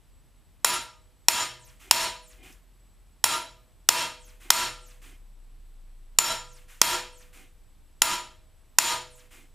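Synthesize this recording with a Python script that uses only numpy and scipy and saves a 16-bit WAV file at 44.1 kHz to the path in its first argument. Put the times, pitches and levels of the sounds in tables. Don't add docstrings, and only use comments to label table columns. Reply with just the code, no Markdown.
import sys
import numpy as np
from scipy import signal
from scipy.fft import rfft, irfft, next_fast_len
from scipy.io import wavfile
from scipy.ndimage import uniform_filter1d

SR = 44100
rng = np.random.default_rng(int(sys.argv[2]) if len(sys.argv) > 2 else 0)


def generate_wav(signal):
    frames = np.transpose(np.atleast_2d(signal))
    scaled = np.clip(frames, -1, 1) * 32767
    pcm = np.round(scaled).astype(np.int16)
    wavfile.write(sys.argv[1], SR, pcm)


N = 420713
TIME = np.arange(N) / SR
AGE = TIME[:SR]

# (time [s], force [dB], crack [dB], rod ring [dB], rod's main tone [dB],
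# block ring [dB], block overtones [dB], hard blow [yes/no])
BLOWS = [(0.6451, -9, -6.5, -0.5, -0.5, -0.76, 2.5, False), (1.2836, -4, 6, 2.5, 0.5, 0.05, -4, True),
         (1.9103, -3.5, 6, 3.5, -2.5, 0.87, -8, True), (3.2398, -8.5, -4.5, 0.05, -2, 0.05, 2.5, False),
         (3.888, -4, 6, 1.06, -1.5, 1.4, -7, True), (4.503, -4, 3.5, 4, -1.5, -0.84, 3.5, True),
         (6.1860, -6, 2.5, 3.5, 6, -1, 3.5, True), (6.815, -4, 5.5, 2.1, -2.5, 1.25, -2, True),
         (8.0184, -7.5, 3.8, 0, 1, 1.5, 3, False), (8.785, -3, 5, 0.5, 4.5, -1.3, -3, True)]
# (frequency [Hz], level [dB])
CRACK_COLOUR = [(100, -19.5), (600, -23.5), (980, -1), (1900, -16), (2800, 2), (4200, -7), (5500, 5.5),
                (7100, -2), (8500, -4.5), (11000, -7.5), (15500, -19.5)]
# (frequency [Hz], time to fade by 60 dB [s])
ROOM_DECAY = [(100, .72), (300, .48), (1000, .39), (4000, .39), (8000, .34), (12000, .28), (15500, .24)]


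def from_db(db):
    return 10 ** (np.asarray(db) / 20)


def rms_one(x):
    return x / np.sqrt(np.mean(x ** 2) + 1e-20)


def at_hz(points, hz):
    table = np.array(points)
    return np.interp(np.log(hz + 1e-9), np.log(table[:, 0]), table[:, 1])


def fade(t60):
    return np.exp(-np.log(1000) * np.minimum(AGE / t60, 5))


def add(track, s, sound):
    start = round(s * SR)
    track[start:start + len(sound)] += sound[:N - start]


def noise(colour, size):
    padded = next_fast_len(size)
    hz = np.fft.rfftfreq(padded, 1 / SR)
    gain = from_db(at_hz(colour, hz)) * np.minimum(hz / colour[0][0], 1) ** 2
    return rms_one(irfft(rfft(rng.standard_normal(padded)) * gain, padded)[:size])


def ring(drive, hz, t60):
    decay, angle = from_db(-60 / (t60 * SR)), 2 * np.pi * hz / SR
    return rms_one(signal.lfilter([0, np.sin(angle)], [1, -2 * decay * np.cos(angle), decay ** 2], drive))


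def nearness(modes, hz, width_hz):
    return np.exp(-((np.array(modes)[:, 0] - hz) / width_hz) ** 2)


def above_usual(force_db):
    return force_db - np.median(np.array(BLOWS)[:, 1])


def trail_starts(s_per_db=.009):
    return [s + s_per_db * above_usual(force_db) for s, force_db, *_, hard in BLOWS if hard]


def microphone_noise(rumble_db=-62, hiss_db=-80):
    rumble = from_db(rumble_db) * noise([(25, 12.5), (80, 0.5), (300, -30.0), (4000, -69.0)], N)
    hiss = from_db(hiss_db) * noise([(300, -0.5), (15000, 1.5)], N)
    return (rumble + hiss) * np.array([[1], [-1]])


def room_air(level_db=-60.5):
    # (frequency [Hz], level [dB])
    air_colour = [(24, -28.5), (40, -1.5), (61, -5.5), (170, -19), (535, -28.5), (950, -29.5),
                  (1500, -33.5), (3500, -35), (6500, -41), (9200, -38.5), (12400, -40), (15500, -53)]
    return from_db(level_db) * noise(air_colour, N)


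def drone():
    # (time [s], pitch [Hz], level [dB])
    drone_path = [(0.0, 41.85, -61.5), (0.93, 42.85, -61.5), (1.3, 39.9, -69), (1.7, 44.2, -59),
                  (2.95, 41.6, -56.5), (4.17, 36.94, -63), (4.25, 36.74, -52), (5.95, 27.52, -45.5),
                  (6.75, 26.3, -51.5), (8.93, 26.04, -58.5), (9.54, 25.9, -53.5)]
    s, hz, db = np.transpose(drone_path)
    phase = 2 * np.pi * np.cumsum(np.interp(TIME, s, hz)) / SR
    return from_db(np.interp(TIME, s, db)) * np.sqrt(2) * np.sin(phase)


def whine():
    # (pitch [Hz], level [dB], time to fade by 60 dB [s])
    whine_tones = [(7854, -81, .15), (7881, -81, .15), (11989, -86, .5)]
    return sum(from_db(db) * ring(rng.standard_normal(N), hz, t60) for hz, db, t60 in whine_tones)


def soft_rasps(length_s=0.18):
    # (time [s], level [dB])
    rasps = [(1.8, -57.2), (2.369, -53.5), (4.404, -57), (5.0, -60), (7.32, -60), (9.3, -59)]
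    # (pitch [Hz], level [dB], time to fade by 60 dB [s])
    rasp_tones = [(292, -8, 0.092), (354, -4.5, 0.037), (750, -9.5, 0.042), (2120, -5.5, .11),
                  (2440, -6.5, 0.067), (3050, -7, 0.007)]
    out = np.zeros(N)
    shape = np.sin(np.pi * np.minimum(AGE / length_s, 1))
    for s, db in rasps:
        grains = rng.standard_normal(len(AGE)) ** 3
        rasp = sum(from_db(level) * ring(grains, hz, t60) for hz, level, t60 in rasp_tones)
        add(out, s, from_db(db) * shape * rms_one(rasp))
    return out


def tool_clink(t60=0.083):
    # (time [s], level [dB])
    touches = [(2.525, -54)]
    out = np.zeros(N)
    for s, db in touches:
        bright = rms_one(np.diff(noise(CRACK_COLOUR, len(AGE) + 1)))
        add(out, s, from_db(db) * bright * fade(t60))
    return out


def puffs(rise_s=0.011):
    # (delay [s], level [dB], length [s])
    puff_pair = [(.377, -57.5, .145), (0.51, -52.5, .17)]
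    # (frequency [Hz], level [dB])
    puff_colour = [(300, -32.5), (1100, -4.5), (1700, -3), (2600, -1.5), (4500, -12.5), (7500, -7.5),
                   (12000, -12), (15500, -16.5)]
    out = np.zeros(N)
    for s in trail_starts():
        for delay, db, length in puff_pair:
            shape = (1 - np.exp(-AGE / rise_s)) * np.exp(-2 * (AGE / length) ** 2)
            add(out, s + delay, from_db(db) * shape * noise(puff_colour, len(AGE)))
    return out


def whistles(waver_hz=240, blur_hz=720, pitch_spread=0.11):
    # (delay [s], length [s], start pitch [Hz], end pitch [Hz], level [dB])
    whistle_pair = [(0.306, 0.087, 9640, 5500, -59), (0.356, .075, 14800, 1500, -60)]
    out = np.zeros(N)
    for s in trail_starts():
        for delay, length, from_hz, to_hz, db in whistle_pair:
            progress = np.minimum(AGE / length, 1)
            waver = rms_one(uniform_filter1d(rng.standard_normal(len(AGE)), size=700))
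            blur = rms_one(uniform_filter1d(rng.standard_normal(len(AGE)), size=8))
            slide = (from_hz + (to_hz - from_hz) * progress) * (1 + pitch_spread * rng.uniform(-1.2, 1))
            hz = slide + waver_hz * waver + blur_hz * blur
            shape = np.sqrt(2 * np.sin(np.pi * progress))
            add(out, s + delay, from_db(db) * shape * np.sin(2 * np.pi * np.cumsum(hz) / SR))
    return out


def clang(shared_noise, alike=0.93):
    # (frequency [Hz], level [dB])
    clang_colour = [(60, -23.5), (130, -25), (250, -15), (500, -11), (900, -2), (1600, 2.86), (3000, 3),
                    (5500, 0.54), (8000, -0.5), (10000, -2), (11800, -5), (13600, -4.5), (15500, -15)]
    white = np.sqrt(alike) * shared_noise + np.sqrt(1 - alike) * rng.standard_normal(shared_noise.shape)
    edges_hz, out = np.geomspace(50, 16500, 23), 0
    for k, (low, high) in enumerate(zip(edges_hz, edges_hz[1:])):
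        band_pass = signal.butter(2, [low, high], "band", fs=SR, output="sos")
        band = signal.sosfilt(band_pass, white[k % 2])
        hz = np.sqrt(low * high)
        out = out + band * from_db(at_hz(clang_colour, hz)) * fade(at_hz(ROOM_DECAY, hz))
    return rms_one(out)


def struck(modes, lifts_db, direct, detune=0):
    echoes, out = rng.standard_normal(len(AGE)), 0
    for (hz, db, t60, *_), lift_db in zip(modes, lifts_db):
        paths = echoes * fade(at_hz(ROOM_DECAY, hz))
        paths[0] += direct
        pitch = hz * (1 + detune * rng.standard_normal())
        out = out + from_db(db + lift_db) * ring(paths, pitch, t60)
    return out


def block_ring(overtone_db, hum_db):
    # (pitch [Hz], level [dB], time to fade by 60 dB [s])
    block_modes = [(124, -41, .8), (360, -29, .2), (497, -39.5, 1.2), (630, -41, 1.1), (662, -22, .2),
                   (885, -25, .12), (933, -14, .2), (981, -13, .25), (1232, -16, .2), (1335, -20, .15),
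                   (1360, -16, .2), (1636, -23, .12), (1790, -31, .4), (2072, -27.5, .2), (2427, -24, .2),
                   (2702, -18, .15), (2939, -25, .2), (3079, -23, .2), (3203, -22, .18), (3246, -22, .22),
                   (3310, -25, .18)]
    overtone_lifts_db = overtone_db * nearness(block_modes, hz=1330, width_hz=110)
    hum_lifts_db = hum_db * nearness(block_modes, hz=497, width_hz=40)
    return struck(block_modes, overtone_lifts_db + hum_lifts_db, direct=26)


def rod_ring(main_db, hard, grip_detune=.0006):
    # (pitch [Hz], level [dB], time to fade by 60 dB [s], level change when loose [dB])
    rod_modes = [(3960, -17.5, .15, 5.5), (4313, -18.5, .15, -3), (4672, -26, .1, 0), (5430, -13, .07, 1.5),
                 (7075, -9.5, .055, 3), (8543, -21, .16, 5), (8882, -18.5, .16, -1), (10785, -17.5, .1, 10),
                 (12828, -14.5, .09, 3), (14975, -26, .16, 9.5)]
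    loose_db = 0 if hard else np.array(rod_modes)[:, 3]
    main_lifts_db = main_db * nearness(rod_modes, hz=7075, width_hz=400)
    return struck(rod_modes, loose_db + main_lifts_db, direct=44, detune=grip_detune)


def contact(x, force_db, usual_top_hz=17200, db_per_octave=9):
    top_hz = np.clip(usual_top_hz * 2 ** (above_usual(force_db) / db_per_octave), 2000, .45 * SR)
    return signal.sosfilt(signal.butter(2, top_hz, fs=SR, output="sos"), x)


def hammer(crack_db=4, clang_db=-20, ring_db=-17, crack_t60=.02, rise_s=0.0014, seating_db=9):
    out = np.zeros(N)
    shared_noise = rng.standard_normal((2, len(AGE)))
    swell = 1 - np.exp(-(AGE / rise_s) ** 2)
    hums_db = seating_db * np.linspace(-.5, .5, len(BLOWS))
    for blow, hum_db in zip(BLOWS, hums_db):
        s, force_db, sharp_db, rod_db, main_db, block_db, overtone_db, hard = blow
        crack = from_db(crack_db + sharp_db) * noise(CRACK_COLOUR, len(AGE)) * fade(crack_t60)
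        rod = from_db(rod_db) * rod_ring(main_db, hard)
        block = from_db(block_db) * block_ring(overtone_db, hum_db)
        clash = contact(crack + from_db(clang_db) * clang(shared_noise), force_db)
        add(out, s, from_db(force_db) * swell * (clash + from_db(ring_db) * (rod + block)))
    return out


def scene():
    foreground = hammer() + tool_clink() + soft_rasps() + whistles() + puffs()
    background = whine() + drone() + room_air()
    return np.tile(foreground + background, (2, 1))


def gain_control(x, limit_db=-24.5, release_db_per_s=165, attack_s=0.0012):
    def smooth(v, seconds):
        memory = np.exp(-1 / (seconds * SR))
        return signal.lfilter([1 - memory], [1, -memory], v)
    power = smooth(np.mean(x ** 2, axis=0), seconds=.005)
    over_db = np.maximum(10 * np.log10(power + 1e-12) - limit_db, 0)
    release_db = release_db_per_s * TIME
    held_db = np.maximum.accumulate(over_db + release_db) - release_db
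    return x * from_db(-smooth(smooth(held_db, attack_s), attack_s))


def record(dry, cutoff_hz=15400):
    clipped = np.clip(gain_control(dry) + microphone_noise(), -1, 1)
    return signal.sosfilt(signal.ellip(10, .2, 90, cutoff_hz, fs=SR, output="sos"), clipped)


dry = scene()
out = record(dry)
generate_wav(out)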